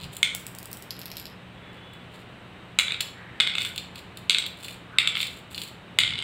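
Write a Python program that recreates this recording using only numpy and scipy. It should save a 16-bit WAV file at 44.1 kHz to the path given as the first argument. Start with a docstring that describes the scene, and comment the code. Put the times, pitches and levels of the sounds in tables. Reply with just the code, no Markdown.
"""Hard room with a tiled floor: cowrie shells drop one at a time onto a wooden board with pits.
The first drop glances off the rim, snaps away over the tiles and rocks to rest; five later drops land in pits
and rattle. Shells and wood are damped modes plus coloured noise ticks; shells clink and shuffle in the hand.
Rubs, air and hiss are filtered noise, mains hum and a faint far whistle are wavering sines.
Scattered decaying reflections ring after the shells and the whistle."""
import sys
import numpy as np
from scipy import signal
from scipy.fft import rfft, irfft
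from scipy.io import wavfile
from scipy.ndimage import uniform_filter1d

SR = 44100
rng = np.random.default_rng(int(sys.argv[2]) if len(sys.argv) > 2 else 0)


def int16_out(signal):
    """Quantize to a 16-bit WAV file."""
    q = np.round(np.clip(np.atleast_2d(signal).T, -1, 1) * 32767)
    wavfile.write(sys.argv[1], SR, q.astype(np.int16))


N = 274743
HIT_S = np.arange(2048) / SR  # time axis of one contact


def amp(db):
    """Decibels to gain."""
    return 10 ** (np.asarray(db) / 20)


def unit(x):
    """Scales to rms 1."""
    return x / np.sqrt(np.mean(x ** 2) + 1e-20)


def blow(x, size=176):
    """Scales a hit to rms 1 over its first 4 ms."""
    return x / np.sqrt(np.mean(x[:size] ** 2) + 1e-20)


def read(points, hz):
    """Interpolates a table on a log-frequency axis."""
    f, value = np.transpose(points)
    return np.interp(np.log(hz + 1), np.log(f + 1), value)


def add(mix, s, sound):
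    """Mixes a sound in at time s."""
    part = mix[max(round(s * SR), 0):][:len(sound)]
    part += sound[:len(part)]


def noise(spectrum):
    """Steady noise of a given colour, rms 1."""
    gain = amp(read(spectrum, np.fft.rfftfreq(N, 1 / SR)))
    return unit(irfft(rfft(rng.standard_normal(N)) * gain, N))


def ring(modes, scatter_rad, detune, rise_s=0.0001):
    """Damped modes; each contact lands differently, so strengths, pitches and phases scatter."""
    hz, db, t60_s = np.transpose(modes)[:, :, None]
    size, pitch, phase = rng.standard_normal((3, len(hz), 1))
    mode_hz = hz * (1 + detune * pitch)
    waves = np.sin(2 * np.pi * mode_hz * (HIT_S - 2 * rise_s) + scatter_rad * phase)
    decay = amp(db + 2 * size - 60 * HIT_S / t60_s)
    onset = 1 - np.exp(-(HIT_S / rise_s) ** 2)
    return blow((decay * waves).sum(0) * onset)


def tick(spectrum, decay_s, grit):
    """A sharp contact with a brief gritty slide, given a causal (minimum-phase) colour."""
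    push = grit * rng.standard_normal(len(HIT_S)) * np.exp(-HIT_S / decay_s)
    push[0] += 1
    log_gain = np.log(amp(read(spectrum, abs(np.fft.fftfreq(len(HIT_S), 1 / SR)))))
    colour = np.exp(np.conj(signal.hilbert(log_gain)))
    contact = np.fft.ifft(np.fft.fft(push) * colour).real
    return blow(np.roll(contact, len(HIT_S) // 256))


# room air spectrum: (frequency [Hz], relative density [dB per Hz])
AIR_SPECTRUM = [(15, -62), (25, -18), (82, -3), (153, -4), (185, -3), (217, -6.5), (363, -9), (531, -10),
                (607, -11), (695, -12), (1330, -13.5), (2160, -15.5), (2990, -15.5), (5280, -38),
                (16000, -49)]
# hiss spectrum: (frequency [Hz], relative level [dB])
HISS_SPECTRUM = [(3000, -28), (3700, 22.5), (4400, 7), (5600, -61), (7000, -6), (7800, 4.5), (9000, -0.5),
                 (11000, -32), (15000, -30)]
# mains hum: (frequency [Hz], rms level [dB])
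MAINS_HUM = [(120, -56), (180, -54.5)]


def background(air_db=-46.5, hiss_db=-64, waver=0.17):
    """Room air, a little hiss and mains hum whose level wavers slowly."""
    t = np.arange(N) / SR
    slow = [(1, 0), (5, 0), (20, -40), (200, -120)]  # (Hz, dB)
    hum = np.zeros(N)
    for hz, db in MAINS_HUM:
        tone = np.sqrt(2) * np.sin(2 * np.pi * hz * t)
        hum += amp(db) * tone * (1 + waver * noise(slow))
    return amp(air_db) * noise(AIR_SPECTRUM) + amp(hiss_db) * noise(HISS_SPECTRUM) + hum


# rubs and rumble as the arm moves over the board:
# (start [s], end [s], centre [Hz], width [Hz], level [dB])
ARM_RUBS = [(0.0, 0.127, 123, 69.6, -43.5), (1.544, 1.896, 1990, 700, -56), (3.102, 3.478, 1810, 790, -50),
            (4.872, 5.149, 1390, 450, -45.5), (5.899, 6.257, 126, 123, -45)]


def rubbing():
    """Brief swells of soft friction noise, each around one resonance."""
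    out, f = np.zeros(N), np.fft.rfftfreq(N, 1 / SR)
    for start_s, end_s, hz, width_hz, db in ARM_RUBS:
        n = int((end_s - start_s) * SR)
        resonance = 1 / (1 + (2 * (f - hz) / width_hz) ** 2)
        rub = unit(irfft(rfft(rng.standard_normal(N)) * resonance, N))
        add(out, start_s, amp(db) * rub[:n] * signal.windows.tukey(n, .6))
    return out


# shell modes, body and high ring: (frequency [Hz], relative level [dB], t60 [s])
SHELL_BODY_MODES = [(2630, 2, 0.0064), (3060, -1, 0.01), (3500, -3, 0.024), (4160, 4.5, 0.0073),
                    (4230, -44, 0.014), (4700, -23, 0.024)]
SHELL_RING_MODES = [(5200, -8, .004), (6100, -7, .004), (6900, -6, .004), (7450, -1, .005), (7900, 0, .005),
                    (8400, -2, .005), (9000, -5, .004), (9700, -8, .004)]
# bare shell contact: (frequency [Hz], relative level [dB])
TICK_SPECTRUM = [(500, -66), (5000, -77), (7000, 17.5), (10000, 10), (12500, 8.5), (15200, 8.5),
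                 (17000, 11)]


def clink(db, edge_db, slide_db=-5, ring_db=-15, tick_db=-4.5):
    """Two ribbed shells touch, slide a little and touch again; no two have quite the same pitch."""
    touch = ring(SHELL_BODY_MODES, scatter_rad=1.66, detune=0.024, rise_s=0.000307)
    high = ring(SHELL_RING_MODES, scatter_rad=0.36, detune=0.035, rise_s=0.000302)
    touch += amp(edge_db + ring_db) * high
    slide_s = rng.uniform(0.001785, .007)
    again = ring(SHELL_BODY_MODES, scatter_rad=1.0, detune=0.072)
    add(touch, slide_s, amp(slide_db) * again)
    contact = tick(TICK_SPECTRUM, decay_s=0.002, grit=3.2)
    return amp(db) * (touch + amp(edge_db + tick_db) * contact)


# distinct shell-on-shell clinks: (time [s], strength [dB], edge [dB])
HAND_CLINKS = [(0.1671, -39, 10.5), (3.0054, -24, -3), (3.0084, -25.5, 3), (3.7601, -35, 1.5),
               (3.7788, -26, -2.5), (3.9573, -39, -2), (4.172, -39, 3.5), (4.464, -30, -2.5),
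               (4.6462, -37, 0), (4.683, -36.5, -0.5), (5.546, -32, -6.5), (5.5791, -29.5, -7),
               (5.6166, -31, 0.5)]
# fingers shifting the shells: (start [s], length [s], strength [dB], edge [dB])
HAND_SHUFFLES = [(0.0, 0.055, -37, -2), (0.114, .05, -48.5, 8), (1.722, 0.061, -56, -1),
                 (1.932, 0.007, -52, 7), (2.111, 0.11, -52, -1), (3.568, 0.14, -37.5, 1.5),
                 (3.947, 0.06, -43, -1.5), (4.572, 0.19, -43.5, 3), (5.159, .12, -30, -1.5),
                 (5.289, 0.12, -52, 6), (5.502, 0.19, -41, 5.5)]


def hand(grains_per_s=260, spread_db=14, swell_db=9):
    """Single clinks, and swelling clumps of tiny contacts as the fingers feed the next shell forward."""
    out = np.zeros(N)
    for s, db, edge_db in HAND_CLINKS:
        add(out, s, clink(db, edge_db))
    for start_s, length_s, db, edge_db in HAND_SHUFFLES:
        grains = rng.random((int(length_s * grains_per_s) + 1, 2))
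        for when, softness in grains:
            ebb_db = swell_db * (2 * when - 1) ** 2
            grain = clink(db - ebb_db - spread_db * softness, edge_db)
            add(out, start_s + when * length_s, grain)
    return out


# shell landings, spot 0 = rim, spots 1-5 = pits; edge = share of the blow on the hard lip:
# (time [s], strength [dB], edge [dB], dull thud [dB], rattle length [s], rattle below landing [dB])
SHELL_DROPS = [(0.2294, -11.5, -2, -27, 0.0086, 2.5), (2.788, -12, 1, -23, 0.17, 27),
               (3.401, -14, -10, -11.5, 0.26, 14.5), (4.2964, -12.5, -1.5, -14, 0.15, 14.5),
               (4.9852, -9, -6.5, -16, .29, 24), (5.9873, -10, -1, -13.5, 0.25, 17)]


def spot_at(s):
    """Spot on the board of the latest landing by time s."""
    return sum(row[0] <= s for row in SHELL_DROPS[1:])


# wood modes: (frequency [Hz], relative level when struck at spots 0 to 5 [dB] x 6)
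BOARD_MODES = [(1280, -33, -21, -17, -27, -12, -25), (1480, -11.5, -15, -7, -16.5, -24, -13.5),
               (2125, -6, -33, 1.5, -14, -6, 1), (2224, 0.5, -3.5, 0, -6, -0.5, -10),
               (2570, -1.5, -10, 4, -23, -11, -35), (2750, -7, -16, -15, -1.5, 2, -7),
               (2980, 1, -16, 6, -5, -3, 5), (3290, -10, -33, -37, 3, -19, 1.5),
               (3487, 6, -5, 12, -5, 5.5, -1), (3763, -5.5, 1, -19, 2.5, -6.5, 2),
               (3936, -3.5, -17, 0, 3, -5.5, -2), (4575, -12, -24, -15, -5.5, -14, -8.5)]
# dull contact with the wood: (frequency [Hz], relative level [dB])
THUD_SPECTRUM = [(60, -27), (200, 1), (450, -3.5), (900, 0), (1400, 10), (2500, 4), (4500, 9.5),
                 (6000, -11), (9000, -34)]


def knock(spot, db, edge_db, wander=0, wood_t60_s=0.016, ring_db=-9.5, tick_db=-21):
    """The struck spot sets which wood modes speak, less so as the shell wanders; the shell rings above."""
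    modes = []
    for hz, *levels in BOARD_MODES:
        level_db = (1 - wander) * levels[spot] + wander * np.mean(levels)
        modes.append((hz, level_db, wood_t60_s))
    thud_db = SHELL_DROPS[spot][3]
    wood = ring(modes, scatter_rad=1.54, detune=0.027, rise_s=0.000491)
    wood += amp(thud_db) * tick(THUD_SPECTRUM, decay_s=0.0023, grit=0.065)
    shell = amp(ring_db) * ring(SHELL_RING_MODES, scatter_rad=1.5, detune=0.011, rise_s=0.000418)
    contact = amp(tick_db) * tick(TICK_SPECTRUM, decay_s=0.0072, grit=1.24)
    return amp(db) * (wood + amp(edge_db) * (shell + contact))


# hard rebounds that stand out of the rattles: (time [s], strength [dB], edge [dB])
HARD_REBOUNDS = [(2.7967, -16, -6), (2.8814, -23, -26), (2.9066, -25.5, -22), (2.9205, -23, -7.5),
                 (2.9434, -26.5, -22), (3.4063, -14, -6.5), (3.473, -19.5, -9.5), (3.5528, -24, -5.5),
                 (3.5824, -21.5, -7), (3.6188, -25, -3), (3.6492, -26.5, -1), (4.3062, -18, -5),
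                 (4.3467, -18, -8), (4.3842, -19, 1), (5.0012, -28, -16), (5.0739, -15.5, -4),
                 (5.1529, -22.5, -15), (5.1698, -22.5, -16), (5.2036, -25, -14), (5.229, -22.5, -2),
                 (6.0039, -21.5, -9), (6.0349, -16.5, -16), (6.0773, -27, -18), (6.1888, -26, -7.5),
                 (6.224, -28.5, -5)]


def board(rebound_wander=0.24, rattle_wander=0.46, delay_s=.009, taps_per_s=65, fade_db=4.5, rattle_edge_db=-15):
    """Drops land; those in pits rebound and rattle in light irregular taps that fade evenly in dB."""
    out = np.zeros(N)
    for s, db, edge_db in HARD_REBOUNDS:
        add(out, s, knock(spot_at(s), db, edge_db, rebound_wander))
    for spot, (s, db, edge_db, _, length_s, below_db) in enumerate(SHELL_DROPS):
        add(out, s, knock(spot, db, edge_db))
        for age_s in np.arange(delay_s, length_s, 1 / taps_per_s):
            tap_db = db - below_db - fade_db * age_s / length_s + rng.uniform(-5.32, 4)
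            tap_s = s + age_s + rng.random() / taps_per_s
            add(out, tap_s, knock(spot, tap_db, rattle_edge_db, rattle_wander))
    return out


# stray shell bouncing on tile: (time [s], strength [dB])
TILE_BOUNCES = [(0.3496, -26), (0.4667, -33), (0.55, -39.5), (0.5865, -35.5), (0.6293, -41),
                (0.6567, -37.5), (0.715, -38.5), (0.73, -33.5), (0.771, -41.5), (0.824, -40)]
# shell body against tile: (frequency [Hz], relative level [dB], t60 [s])
TILE_BODY_MODES = [(2600, -5, .004), (3300, -3, .004), (4100, -1, .005), (4650, -1, .005), (5150, -3, .007)]
# tile snap, and dull push of the floor: (frequency [Hz], relative level [dB])
TILE_TICK_SPECTRUM = [(100, -24), (700, -28), (2500, -19), (6300, -3), (7800, 10.5), (9800, 4),
                      (11300, 4.5), (12800, 3), (15000, 8.5), (17000, 1)]
FLOOR_THUD_SPECTRUM = [(60, -8), (300, 2), (700, 5), (1200, -11), (2000, -20), (5000, -40)]


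def bouncing(body_db=-8, second_db=-13, thud_db=-14, thud_growth=5.0):
    """Hard tile hardly rings: each bounce is a thin bright snap, and the spinning shell touches twice."""
    out, hardest_db = np.zeros(N), max(db for _, db in TILE_BOUNCES)
    for s, db in TILE_BOUNCES:
        for delay_s, touch_db in ((0, 0), (rng.uniform(0.002, .014), second_db)):
            body = amp(body_db) * ring(TILE_BODY_MODES, scatter_rad=1.0, detune=0.19)
            snap = tick(TILE_TICK_SPECTRUM, decay_s=0.00097, grit=0.16)
            add(out, s + delay_s, amp(db + touch_db) * (body + snap))
        # only the hardest bounces move the floor audibly
        push_db = hardest_db + thud_db + thud_growth * (db - hardest_db)
        add(out, s, amp(push_db) * tick(FLOOR_THUD_SPECTRUM, decay_s=0.00092, grit=0.052))
    return out


# high ring of a lip on tile: (frequency [Hz], relative level [dB], t60 [s])
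LIP_RING_MODES = [(11800, 1, 0.0057), (12300, -24, 0.0051), (13000, -18, .003), (15100, -10, 0.0056)]


def tip(body_db, ring_db, ring_trim_db=-9.0, snap_db=-3):
    """One lip of the stray shell meets the tile: body modes under a high ring and a snap."""
    snap = amp(snap_db) * tick(TICK_SPECTRUM, decay_s=0.00056, grit=1.6)
    top = ring(LIP_RING_MODES, scatter_rad=.9, detune=.02, rise_s=.0002)
    body = ring(TILE_BODY_MODES, scatter_rad=1.37, detune=0.028, rise_s=0.000216)
    return amp(body_db) * body + amp(ring_db + ring_trim_db) * (top + snap)


# hard tips from lip to lip: (time [s], body level [dB], high ring level before tip's trim [dB])
HARD_TIPS = [(0.9068, -30, -29.5), (0.9918, -47, -30.5), (1.0158, -39, -33), (1.0569, -39.5, -29),
             (1.116, -37, -33), (1.169, -37, -29.5), (1.1816, -39.5, -39), (1.198, -44, -31)]


def rocking(second_db=-9, chatter_db=-44, chatter_body_db=-2, uneven_db=3.5, jitter=.25):
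    """The stray shell tips from lip to lip, each time rebounding once, and chatters ever faster to rest."""
    out = np.zeros(N)
    for s, body_db, ring_db in HARD_TIPS:
        add(out, s, tip(body_db, ring_db))
        add(out, s + rng.uniform(.005, 0.0074), amp(second_db) * tip(body_db, ring_db))
    from_s, to_s, first_per_s, last_per_s = .94, 1.33, 32, 100
    release_s, release_fade_db = 0.07, 18
    s = from_s
    while s < to_s:
        stopping = max(1 - (to_s - s) / release_s, 0)
        db = chatter_db - release_fade_db * stopping + uneven_db * rng.standard_normal()
        add(out, s, tip(db + chatter_body_db, db))
        per_s = np.interp(s, [from_s, to_s], [first_per_s, last_per_s])
        s += np.exp(jitter * rng.standard_normal()) / per_s
    return out


# faint far whistle: (start [s], end [s], start pitch [Hz], end pitch [Hz], level before the room [dB])
FAR_WHISTLES = [(1.6, 2.15, 3000, 3010, -62.5), (1.47, 2.05, 3380, 3440, -63)]


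def whistles(waver=0.0074):
    """Thin gliding sines, far off, unsteady in pitch by smoothed noise."""
    out = np.zeros(N)
    for start_s, end_s, from_hz, to_hz, db in FAR_WHISTLES:
        n = int((end_s - start_s) * SR)
        wobble = unit(uniform_filter1d(rng.standard_normal(n), size=300))
        hz = np.linspace(from_hz, to_hz, n) * (1 + waver * wobble)
        tone = np.sin(2 * np.pi * np.cumsum(hz) / SR)
        add(out, start_s, amp(db) * tone * signal.windows.tukey(n, .5))
    return out


# decay: (frequency [Hz], t60 before the length factor [s])
ROOM_DECAY = [(200, .5), (1500, .48), (3000, .44), (8000, .39), (14000, .31)]
# tail colour: (frequency [Hz], relative level [dB])
TAIL_COLOUR = [(200, -32), (1500, -3), (2300, -4), (3600, -6), (5500, -4), (8000, -6.5), (14000, -5)]
# first echoes from floor and nearby surfaces: (delay [s], gain before the wet level [-])
FIRST_ECHOES = [(.0045, 0.21), (.0072, -0.12), (.0125, 0.22), (.0165, -0.21), (.0205, .14), (.0235, -.12)]


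def room(x, wet_db, length, build_s=0.0014, gap_s=0.00063):
    """Direct sound, first echoes, then reflections that thicken quickly and die faster in the treble."""
    t = np.arange(SR) / SR
    onset = 1 - np.exp(-(np.maximum(t - gap_s, 0) / build_s) ** 2)
    strengths = rng.standard_normal(SR)
    present = rng.random(SR) < .03 + 3 * t
    taps = strengths * present * onset
    hz, age_s, z = signal.stft(taps, SR, nperseg=256)
    faded = z * amp(-60 * age_s / (length * read(ROOM_DECAY, hz))[:, None])
    plain = signal.istft(faded, SR, nperseg=256)[1]
    coloured = signal.istft(faded * amp(read(TAIL_COLOUR, hz))[:, None], SR, nperseg=256)[1]
    tail = coloured / np.linalg.norm(plain)
    for delay_s, gain in FIRST_ECHOES:
        add(tail, delay_s, np.array([gain]))
    return x + amp(wet_db) * signal.fftconvolve(x, tail)[:N]


def scene():
    """Shells and whistle ring in the room, each with its own tail length; rubs and background stay dry."""
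    pits = room(board(), wet_db=-1.0, length=0.75)
    held = room(hand(), wet_db=-2, length=0.73)
    stray = room(bouncing(), wet_db=-2.0, length=0.84) + room(rocking(), wet_db=-2.5, length=0.59)
    far = room(whistles(), wet_db=9.5, length=1)
    return (pits + held + stray + far + rubbing() + background())[None]


def record(dry, ceiling=0.96, edge_hz=15800):
    """The hardest landings overload the microphone softly; then a low-pass sets the band limit."""
    held = dry / (1 + (dry / ceiling) ** 6) ** (1 / 6)
    lowpass = signal.firwin(255, edge_hz, window=("kaiser", 9), fs=SR)
    return signal.oaconvolve(held, lowpass[None], "same")


dry = scene()
out = record(dry)
int16_out(out)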